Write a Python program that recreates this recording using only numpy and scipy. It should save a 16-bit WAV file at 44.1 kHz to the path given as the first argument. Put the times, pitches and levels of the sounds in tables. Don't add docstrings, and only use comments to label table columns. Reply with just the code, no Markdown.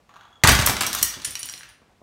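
import sys
import numpy as np
from scipy import signal
from scipy.io import wavfile

SR = 44100
rng = np.random.default_rng(int(sys.argv[2]) if len(sys.argv) > 2 else 0)


def unload_audio(sound):
    columns = np.transpose(np.atleast_2d(sound))
    steps = np.round(np.clip(columns, -1, 1) * 32767)
    wavfile.write(sys.argv[1], SR, steps.astype(np.int16))


N = 89302
RING = np.arange(SR // 2) / SR


def amp(db):
    return 10 ** (np.asarray(db) / 20)


def unit(x):
    return x / np.sqrt(np.sum(x ** 2) + 1e-20)


def read(points, hz):
    f, value = np.transpose(points)
    return np.interp(np.log(hz + 1), np.log(f + 1), value)


def add(mix, s, sound):
    part = mix[round(s * SR):][:len(sound)]
    part += sound[:len(part)]


def colour(x, points, size=2048):
    hz = abs(np.fft.fftfreq(size, 1 / SR))
    log_gain = np.log(amp(read(points, hz)))
    response = np.exp(np.conj(signal.hilbert(log_gain)))
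    taps = np.fft.ifft(response).real
    return signal.fftconvolve(x, taps)[:len(x)]


def dying(t60):
    return np.exp(-np.log(1000) * RING / np.maximum(t60, 1e-3))


def ring(modes, detune):
    total = np.zeros(len(RING))
    for hz, db, t60 in modes:
        pitch = hz * (1 + detune * rng.normal())
        wave = np.sin(2 * np.pi * (pitch * RING + rng.random()))
        total += amp(db) * dying(t60) * wave
    return unit(total)


def crack(t60, grain_db):
    grain = np.repeat(rng.standard_normal(len(RING)), 20)[:len(RING)]
    noise = rng.standard_normal(len(RING))
    return unit(noise * amp(grain_db * grain) * dying(t60))


BAND_HZ = [1100, 4600, 11500, 15000]


def strikes(rows, modes, spectrum, level_db, ring_db, detune, grain_db):
    out = np.zeros(N)
    for s, *band_db, t60 in rows:
        hit = crack(t60, grain_db) + amp(ring_db) * ring(modes, detune)
        brightness = list(zip(BAND_HZ, band_db))
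        add(out, s, colour(hit, brightness))
    return amp(level_db) * colour(out, spectrum)



# (frequency [Hz], relative level [dB])
AIR_COLOUR = [(20, -29), (38, -13.5), (55, -4.5), (150, -8), (300, -12.5), (1200, -20), (3000, -24.5),
              (8000, -32.5), (16000, -43.5)]


def room_air(level_db=-62.5):
    noise = colour(rng.standard_normal(N), AIR_COLOUR)
    return amp(level_db) * np.sqrt(N) * unit(noise)


# (time [s], body level [dB], crack level [dB], fizz level [dB], crack t60 [s])
BUMPS = [(.001, -57.5, -80, -90, 0.089), (.378, -55, -84.5, -99, 0.077), (1.816, -49, -68, -85, 0.043),
         (1.895, -55.5, -62.5, -98, 0.13), (2.016, -43.5, -77, -82.5, 0.057)]
# (frequency [Hz], relative level [dB])
BUMP_COLOUR = [(40, -9), (160, 1.5), (300, 7.5), (700, 5.5), (1300, -0.5), (3000, -9.5), (16000, -15.5)]
# (frequency [Hz], level [dB], t60 [s])
HULL_MODES = [(603, -4.5, 0.17), (768.4, -8, 0.11), (891.4, -0.5, 0.058), (990, -1.5, 0.088),
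              (1120, 0.5, 0.056), (1473, -3.5, 0.046), (1685, -2, 0.077), (1930, -2.5, 0.047),
              (2086, -4.5, .06), (2680, 0.5, 0.054)]


def handling_bumps():
    return strikes(BUMPS, HULL_MODES, BUMP_COLOUR, level_db=28.5, ring_db=-18, detune=.01, grain_db=-0.5)


# (time [s], rub level [dB], squeak level [dB])
SLIPS = [(.092, -46.5, -67), (.108, -49.5, -67.5), (.139, -46.5, -65.5), (.159, -43.5, -61.5),
         (.164, -42.5, -59), (0.194, -48, -66), (.209, -45.5, -52.5), (0.233, -49.5, -57),
         (0.252, -48.5, -56), (.280, -51, -61.5), (.304, -54.5, -65), (.327, -57.5, -49),
         (0.356, -60.5, -51.5), (0.417, -54, -54.5)]
# (frequency [Hz], relative level [dB])
RUB_COLOUR = [(100, -32.5), (450, -15.5), (950, 1.5), (1300, 0), (2100, -14.5), (3100, -13), (4100, -14.5),
              (5000, -28.5), (6700, -18.5), (7500, -33), (16000, -35.5)]
# (frequency [Hz], level [dB], t60 [s])
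SQUEAK_MODES = [(3320, 0, .05), (3400, -1, .05), (6350, -15, .04), (6780, -13, .05)]


def hand_rub(level_db=22, squeak_level_db=20, slip_t60=.05):
    out = np.zeros(N)
    for s, rub_db, squeak_db in SLIPS:
        rub = unit(colour(crack(slip_t60, 2), RUB_COLOUR))
        squeak = ring(SQUEAK_MODES, detune=.005)
        add(out, s, amp(rub_db + level_db) * rub + amp(squeak_db + squeak_level_db) * squeak)
    return out


# (time [s], body level [dB], crack level [dB], fizz level [dB], crack t60 [s])
BLOWS = [(.4368, -13, -9.5, -17, .037), (.4475, -10.5, -21.5, -33, .045), (.473, -21.5, -10, -12, .035),
         (.484, -11, -13, -19, .05), (.490, -19.5, -15.5, -21.5, .03), (.496, -21, -18, -24.5, .06),
         (.513, -24.5, -24, -21.5, .05), (.550, -31, -19, -24, .045), (.590, -24, -21, -27, .05),
         (.598, -31.5, -22.5, -27, .045), (.622, -28, -22.5, -31, .034), (.6725, -17.5, -21, -29, .03),
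         (.686, -26.5, -30, -29, .02), (.696, -24.5, -20.5, -25.5, .025), (.7672, -32.5, -26, -32.5, .022),
         (.808, -25, -21, -22, .035), (.812, -26.5, -21, -29, .04), (.821, -31.5, -26, -26.5, .04)]
# (frequency [Hz], relative level [dB])
HULL_COLOUR = [(25, -29), (100, -6), (250, 3), (430, 1.5), (800, 6.5), (1500, 9.5), (3000, 4.5), (7000, 2),
               (9500, 1), (11000, -1), (16000, -5.5)]


def hull_crash():
    return strikes(BLOWS, HULL_MODES, HULL_COLOUR, level_db=27, ring_db=-15.5, detune=0.0012, grain_db=1.0)


# (time [s], deep boom level [dB], plank thud level [dB], knock level [dB])
THUMPS = [(.439, -14, -5.5, -10), (.484, -4, -9.5, -15), (0.513, -4, -12.5, -24),
          (.592, -17.5, -10.5, -25.5), (0.691, -50, -20, -19), (0.721, -35, -34, -24.5),
          (0.811, -38.5, -26, -27.5), (0.901, -35, -53.5, -28.5), (.95, -35.5, -42.5, -39),
          (1.01, -27, -35, -29), (1.165, -62, -38, -34.5), (1.272, -40, -37, -36.5),
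          (1.43, -54, -47, -43.5), (1.539, -56, -52, -44), (1.681, -48, -57, -63.5),
          (1.89, -48.5, -59.5, -69.5)]
# (frequency [Hz], level [dB], t60 [s])
FLOOR_MODES = [(56.3, -5.5, 0.39), (61, -0.5, 0.27), (88.1, 2, 0.28), (105.1, 2, 0.3), (121.4, -1.5, 0.27),
               (132.4, -3, .12), (200.5, -9.5, 0.15)]
BOOM_HZ, THUD_HZ = 62, 99.8


def floor_boom(level_db=-10, knock_level_db=18, knock_t60=0.24, knock_hz=380, rise_s=0.002):
    out = np.zeros(N)
    knock_band = signal.butter(2, [110, knock_hz], "band", fs=SR, output="sos")
    swell = 1 - np.exp(-RING / rise_s)
    for s, boom_db, thud_db, knock_db in THUMPS:
        boom = np.zeros(len(RING))
        for hz, db, t60 in FLOOR_MODES:
            landing_db = np.interp(hz, [BOOM_HZ, THUD_HZ], [boom_db, thud_db])
            boom += amp(db + landing_db) * dying(t60) * np.sin(2 * np.pi * hz * RING)
        knock = unit(signal.sosfilt(knock_band, crack(knock_t60, 0)))
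        add(out, s, amp(level_db) * boom * swell + amp(knock_db + knock_level_db) * knock)
    return signal.sosfilt(signal.butter(3, 40, "high", fs=SR, output="sos"), out)


# (frequency [Hz], level [dB], t60 [s])
BRICK_MODES = [(3315, -5, 0.18), (4060, -1.5, 0.02), (6006, 2, 0.087), (8220, -11.5, 0.015),
               (12800, -5, .025), (13250, 0, .025)]
# (frequency [Hz], relative level [dB])
SCATTER_COLOUR = [(100, -2), (400, 14), (1000, 22), (2000, 20.5), (4000, 19), (8000, 12.5), (15000, 5.5)]
SCATTER_S, SETTLED_S = 0.44, 1.72
SCATTER_DB, SCATTER_FALL_DB_PER_S = -26, 21.5
SCATTER_PER_S = 200


def scatter(count=30):
    t, out = np.arange(N) / SR, np.zeros(N)
    level = amp(SCATTER_DB - SCATTER_FALL_DB_PER_S * (t - SCATTER_S))
    level *= (t > SCATTER_S) * (t < SETTLED_S)
    for _ in range(count):
        hit_now = rng.random(N) < SCATTER_PER_S / count / SR
        hits = hit_now * amp(rng.uniform(-3, 5, N))
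        tick = crack(0.00997, 3.5) + 0.64 * ring(BRICK_MODES, 0.15)
        out += signal.fftconvolve(hits * level, tick)[:N]
    return colour(out, SCATTER_COLOUR)


# (time [s], body level [dB], crack level [dB], fizz level [dB], crack t60 [s])
BRICKS = [(.492, -14, -15, -17, 0.016), (.519, -32, -33, -18, 0.045), (.613, -44, -31, -29, 0.02),
          (.6615, -44, -34, -13.5, 0.023), (.6645, -40, -24.5, -14, 0.013), (.668, -25, -36, -18.5, 0.039),
          (.834, -22.5, -27, -35, 0.015), (.845, -25.5, -35.5, -38.5, 0.074),
          (.866, -34.5, -24.5, -24, 0.019), (.8725, -33, -37, -30, 0.02), (.9302, -34, -27.5, -25.5, .02),
          (.94, -29.5, -35, -31, 0.01), (.9495, -23, -30, -22, 0.02), (.975, -35.5, -32.5, -37, 0.056),
          (.986, -50, -30, -31.5, 0.032), (1.014, -34.5, -32, -35, 0.053), (1.1395, -38.5, -30, -69, .016)]
# (frequency [Hz], relative level [dB])
BRICK_COLOUR = [(40, -35), (150, -12.5), (500, -6), (1100, 2.5), (2500, 3), (6000, 2.5), (9000, 3),
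                (10700, -3.5), (13000, 0.5), (14300, -9), (16000, -5)]


def loose_bricks():
    return strikes(BRICKS, BRICK_MODES, BRICK_COLOUR, level_db=28, ring_db=-10, detune=.04, grain_db=0)


# (time [s], body level [dB], crack level [dB], fizz level [dB], topmost treble level [dB], crack t60 [s])
BOUNCES = [(1.0277, -31.5, -22, -11.5, -5, 0.0086), (1.030, -31, -16.5, -10, -25, 0.012),
           (1.2465, -32.5, -27.5, -22, -48, 0.042), (1.354, -31, -26, -31.5, -39, 0.013),
           (1.4305, -42.5, -28.5, -28.5, -50, 0.0091), (1.4885, -34, -34.5, -38, -52, 0.0046),
           (1.497, -44, -35, -32, -60.5, 0.0074), (1.538, -41, -33, -46, -60, 0.0077),
           (1.578, -51, -42.5, -43, -62, 0.0041), (1.6085, -38.5, -45, -74, -73, 0.0054),
           (1.6325, -40.5, -40.5, -54, -60, .014)]
# (frequency [Hz], level [dB], t60 [s])
PLATE_MODES = [(2973, -7.5, 0.0605), (4147, -0.5, 0.033), (5666, 1, 0.031), (5730, -5, 0.042),
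               (6000, -23, .03), (7900, 0.5, 0.019), (9400, -3, 0.026), (10430, -3.5, .03),
               (14500, -15, .03)]
# (frequency [Hz], relative level [dB])
PLATE_COLOUR = [(40, -45.5), (150, -27.5), (600, -13.5), (1100, -4), (1700, 3.5), (4000, -1.5), (4900, -1),
                (5650, 2.5), (6500, 1.5), (8000, -1), (9700, 0), (11300, -8), (12400, -5), (13300, 2),
                (14300, -8), (15300, -4), (16000, -12)]


def flat_plate():
    return strikes(BOUNCES, PLATE_MODES, PLATE_COLOUR, level_db=27, ring_db=-6, detune=0.0036, grain_db=-2)


# (time [s], body level [dB], crack level [dB], fizz level [dB], topmost treble level [dB], crack t60 [s])
TINKLES = [(1.218, -59, -27, -49, -50, 0.014), (1.250, -28.5, -22, -24.5, -36, 0.016),
           (1.261, -58, -41, -39, -52, 0.012), (1.3075, -47, -41, -28, -38, 0.0083),
           (1.393, -48, -38, -25, -40, .014), (1.456, -36, -45, -27.5, -34, 0.0097),
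           (1.525, -53, -45, -38, -42, 0.014), (1.588, -58, -58, -38.5, -47, .012),
           (1.69, -41, -51, -49.5, -63, 0.013)]
# (frequency [Hz], level [dB], t60 [s])
TINKLE_MODES = [(9200, 1, 0.13), (9600, 7.5, 0.074), (9770, 0, 0.15), (10100, -11, .09), (13150, -1, .18),
                (13300, -3, .16), (15400, -3, .05)]
# (frequency [Hz], relative level [dB])
TINKLE_COLOUR = [(40, -45), (150, -28), (600, -8), (1100, -4), (1700, 4), (4000, -1), (8600, -0.5),
                 (9300, 6.5), (9900, 3.5), (10300, -6), (11300, -17), (12500, -9), (13300, 3), (14200, -1),
                 (15400, -1), (16000, -9)]


def tinkling_piece():
    return strikes(TINKLES, TINKLE_MODES, TINKLE_COLOUR, level_db=24.5, ring_db=-8, detune=0.0039, grain_db=4.5)


# (frequency [Hz], t60 [s])
ROOM_T60 = [(60, 0.62), (250, 0.71), (700, 0.7), (1800, 0.6), (4600, .45), (9000, 0.31), (15000, 0.25)]


def room(x, wet_db, build_s=0.0047):
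    hz, t, noise = signal.stft(rng.standard_normal(SR), SR, nperseg=256)
    fade = np.exp(-np.log(1000) * t / read(ROOM_T60, hz)[:, None])
    tail = signal.istft(noise * fade, SR, nperseg=256)[1]
    tail *= np.minimum(np.arange(len(tail)) / SR / build_s, 1)
    return x + amp(wet_db) * signal.fftconvolve(x, unit(tail))[:N]


def scene():
    mix = room_air()
    mix += room(hand_rub() + handling_bumps(), wet_db=-2.5)
    mix += room(hull_crash(), wet_db=-4)
    mix += room(floor_boom(), wet_db=-9.5)
    mix += room(scatter(), wet_db=-4.5)
    mix += room(loose_bricks(), wet_db=-2)
    mix += room(flat_plate(), wet_db=-3)
    mix += room(tinkling_piece(), wet_db=-2.5)
    return mix[None]


CUT_HZ = 15850


def record(dry, ceiling=1.7):
    soft = ceiling * np.tanh(dry / ceiling)
    low_pass = signal.firwin(255, CUT_HZ, window=("kaiser", 9), fs=SR)
    return signal.oaconvolve(soft, low_pass[None], "same")


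dry = scene()
out = record(dry)
unload_audio(out)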